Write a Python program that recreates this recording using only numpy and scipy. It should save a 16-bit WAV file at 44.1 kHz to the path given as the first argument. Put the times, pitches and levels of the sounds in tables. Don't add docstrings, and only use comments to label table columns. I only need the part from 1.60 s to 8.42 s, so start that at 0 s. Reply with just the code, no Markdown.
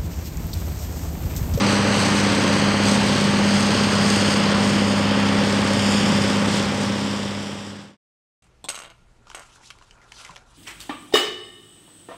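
import sys
import numpy as np
from scipy import signal
from scipy.fft import rfft, irfft, next_fast_len
from scipy.io import wavfile
from scipy.ndimage import uniform_filter1d, map_coordinates

SR = 44100
rng = np.random.default_rng(int(sys.argv[2]) if len(sys.argv) > 2 else 0)


def file_out(sig):
    cols = np.atleast_2d(sig).T
    lim = np.clip(cols, -1, 1)
    pcm = np.round(lim * 32767).astype(np.int16)
    wavfile.write(sys.argv[1], SR, pcm)


def invert_db(x):
    u = np.asarray(x, float) / 20
    return 10 ** u


N = 300843
T = np.arange(N) / SR

# (time [s], gain [dB])
AIR = [(0, -1), (1.7, -1), (2.6, 3.5), (2.9, -1.5), (3.3, -0.4), (3.5, -3), (4.05, -2), (4.25, 5),
       (4.8, -1.5), (5.2, -1), (6.05, 2.5), (6.35, -0.5)]
BODY_SHARE, EDGE_SHARE = .15, .5


def level(x, db):
    return x * invert_db(db) / np.sqrt(np.mean(x ** 2))


def read(table):
    s, *columns = np.transpose(table)
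    return [np.interp(T, s, c) for c in columns]


def walk(rate):
    hold = int(SR / rate)
    steps = np.repeat(rng.standard_normal(N // hold + 1), hold)
    smooth = uniform_filter1d(uniform_filter1d(steps, hold), hold)[:N]
    return smooth / smooth.std()


def colour(x, table):
    hz, db = np.transpose(table)
    size = next_fast_len(N)
    log_hz = np.log(np.fft.rfftfreq(size, 1 / SR) + 1)
    gain_db = np.interp(log_hz, np.log(hz), db, left=-60, right=-60)
    return irfft(rfft(x, size) * invert_db(gain_db), size)[:N]


def band(x, lo_hz, hi_hz):
    return signal.sosfilt(signal.butter(2, [lo_hz, hi_hz], "bandpass", fs=SR, output="sos"), x)


def lowpass(x, hz, order):
    return signal.sosfiltfilt(signal.butter(order, hz, fs=SR, output="sos"), x)


def air():
    # (time [s], half length [s], gain [dB])
    gusts = [(0.106, .06, 4), (0.427, .07, 7), (.58, .03, 4), (0.695, .05, 3), (0.947, .07, 3),
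             (1.3, .04, 7.5), (1.49, .04, 4.5), (1.637, .05, 3), (1.962, .07, 3), (2.523, .05, 2.5),
             (2.728, .04, 4.5), (3.08, .06, 3.5), (3.33, .04, 1), (3.95, .06, 1.5), (4.687, .05, 2.5),
             (4.957, .05, 6), (5.235, .04, 4), (5.468, .05, 2), (5.63, .04, 1.5), (5.861, .05, 2.5)]
    return read(AIR)[0] + sum(db * np.exp(-.5 * ((T - s) / half) ** 2) for s, half, db in gusts)


def turned():
    return np.interp(T, (3, 3.05), (0, 1))


def engine_turns():
    # (time [s], speed [cycles/s])
    speed = [(.25, 16.823), (1.5, 16.832), (2.75, 16.862), (3.75, 16.834), (4.75, 16.812), (6.3, 16.815)]
    knock_turn = .238
    return np.cumsum(read(speed)[0]) / SR - knock_turn


def exhaust(turns, scatter=.095, lead=.07, lag=.55, breathe_db=.7):
    # (multiple of the cycle rate [-], level [dB rms])
    orders = [(6, -30.8), (10, -47.0), (12, -22.1), (13, -41.3), (14, -35.4), (15, -42.2), (16, -40.4),
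              (17, -41.2), (18, -42.3), (19, -40.1), (20, -42.2), (22, -46.5), (23, -43.6), (24, -40.6),
              (25, -43.0), (26, -40.7), (27, -41.5), (29, -40.2), (30, -40.2), (31, -46.9), (32, -40.1),
              (33, -37.7), (35, -38.2), (36, -46.0), (47, -44.5), (48, -44.5), (49, -45.7), (51, -46.3),
              (53, -47.1), (54, -43.7),
              (4, -47.5), (38, -49), (41, -48), (57, -47), (60, -47.5), (66, -47.5), (68, -48), (73, -51),
             (88, -51), (110, -46.5)]
    # (time [s], level [dB rms])
    drone = [(0, -22), (1.15, -23), (1.32, -21), (1.6, -23.5), (1.98, -19), (2.2, -23.5), (2.45, -21),
             (3.2, -21), (6.3, -21.5)]
    pipe_order = 12
    out = 0
    for k, db in orders:
        if k > pipe_order:
            off = lead + scatter * max(1, k / 36) ** 4 * rng.standard_normal()
            off -= lag * np.exp(-(k - pipe_order) / 2.5)
        else:
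            off = lead - .27 * (k < pipe_order)
        if k == pipe_order:
            db = read(drone)[0] - .6
        out = out + invert_db(db + breathe_db * walk(4)) * np.cos(2 * np.pi * (round(k) * turns + off))
    return np.sqrt(2) * out


def clatter(turns):
    size = 2048
    rattle = np.interp(turns % 1 * size, np.arange(size + 1), rng.standard_normal(size + 1))
    return level(band(rattle, 950, 2400), -37.5)


def puffs(turns, start=0.028, decay=0.44, uneven_db=1.5):
    puff_sizes = [1.5, 1.2, 3.8, 3.4, 1, 3.6]
    firing = (turns - start) * len(puff_sizes)
    n = np.floor(firing).astype(int)
    uneven = uneven_db * rng.standard_normal(n.max() + 9)[n + 8]
    size = np.array(puff_sizes)[n % len(puff_sizes)] + uneven
    return uniform_filter1d(size * np.exp(-(firing % 1) / decay), size=60)


def roar(puff_db, depth=0.3):
    # (frequency [Hz], level [dB per Hz])
    roar_tone = [(25, -34), (45, -16), (70, -11.5), (90, -8), (115, -2.7), (200, -3), (300, -4), (450, -9),
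                 (580, -6), (660, -10), (800, -9), (1100, -8), (2000, -11), (3200, -16)]
    swell = .3 * walk(1.5)
    bands = 0
    for lo_hz in 20 * 2. ** np.arange(0, 8, .5):
        noise = band(rng.standard_normal(N), lo_hz, np.sqrt(2) * lo_hz)
        bands = bands + noise * invert_db(swell + .7 * walk(12))
    sag_db = -1.23 * turned()
    return level(colour(bands, roar_tone) * invert_db(depth * puff_db + sag_db), -24)


def grumble(flutter_db=3.0):
    # (frequency [Hz], width [Hz], level [dB rms])
    tones = [(118.8, 8.8, -41), (147.6, 3.5, -39), (170.5, 6, -37), (208.1, 21, -37)]
    out = 0
    for hz, width_hz, db in tones:
        phase = np.cumsum(hz + width_hz / 2 * walk(10)) / SR
        out = out + np.sqrt(2) * invert_db(db + flutter_db * walk(9)) * np.sin(2 * np.pi * phase)
    return out


def gas_noise(ticks_per_s=900, tick_db=-8):
    # (frequency [Hz], level [dB per Hz])
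    treble = [(1530, -23.5), (2600, -5), (3300, 0.5), (4700, -2.5), (6000, -7), (7080, -13.5),
              (8340, -10.5), (9300, -21.5), (10400, -30), (12500, -35.5), (13700, -43.5), (14500, -35.5),
              (15200, -44.5), (15800, -52.5)]
    sizes = rng.standard_normal(N) * invert_db(3 * np.minimum(rng.exponential(size=N), 3))
    ticks = (rng.random(N) < ticks_per_s / SR) * sizes
    return colour(rng.standard_normal(N) + level(band(ticks, 9500, 17000), tick_db), treble)


def ground_echo(noise):
    spacing_hz = 1771 + 57 * T
    late = map_coordinates(noise, [np.arange(N) - SR / spacing_hz], order=3)
    late = lowpass(late, 9500, 2)
    share = .3 + .04 * read(AIR)[0]
    share = share * invert_db(2 * walk(4.1))
    return (noise - np.clip(share, 0, .9) * late) / np.sqrt(1 + share ** 2)


def hiss(puff_db, top_depth=1.4):
    air_db = air()
    top_db = -37.5 + air_db
    body_db = -31.0 + BODY_SHARE * air_db - 1.3 * turned()
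    noise = ground_echo(gas_noise())
    low = lowpass(noise, 5800, 3)
    body = level(low * invert_db(0.89 * puff_db + 0.43 * walk(14)), 1.0)
    top = level((noise - low) * invert_db(top_depth * puff_db + .6 * walk(25)), .3)
    deep = lowpass(body, 3900, 2)
    edge_db = (EDGE_SHARE - BODY_SHARE) * air_db + .7 * walk(9)
    body = deep + (body - deep) * invert_db(edge_db)
    return body * invert_db(body_db) + top * invert_db(top_db)


def far_machine(wobble_hz=1.2, flutter_db=1.7):
    # (time [s], exhaust note [Hz])
    revs = [(0, 296), (.2, 296), (.4, 286), (.62, 295), (.95, 277), (1.15, 275), (1.4, 257), (1.7, 252),
            (2.3, 236), (2.9, 244), (3.25, 258), (3.45, 268), (3.9, 273), (4.35, 267), (4.7, 255),
            (5.2, 254), (5.6, 272), (6.3, 292)]
    hz = uniform_filter1d(read(revs)[0], size=4000)
    leaving_db = .3 * T
    idle_db = .8 * np.maximum(251 - hz, 0)
    db = -31.5 - leaving_db - idle_db
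    phase = np.cumsum(hz + wobble_hz * walk(12)) / SR
    return np.sqrt(2) * invert_db(db + flutter_db * walk(14)) * np.sin(2 * np.pi * phase)


def site_floor():
    return level(band(rng.standard_normal(N), 9500, 15000), -64)


def scene():
    turns = engine_turns()
    puff_db = puffs(turns)
    scraper = exhaust(turns) + clatter(turns) + roar(puff_db) + hiss(puff_db)
    site = scraper + grumble() + far_machine() + site_floor()
    fade = np.interp(T, (4.6, 6.37), (1, 0))
    return (fade * site)[None]


def roll_off(x):
    return signal.sosfilt(signal.butter(12, 15660, fs=SR, output="sos"), x)


def record(dry):
    headroom, top_hz = .9, 15150
    soft = headroom * np.tanh(1.03 * dry / headroom)
    mix = signal.sosfilt(signal.butter(8, top_hz, fs=SR, output="sos"), soft)
    return roll_off(mix)


dry = scene()
out = record(dry)
file_out(out)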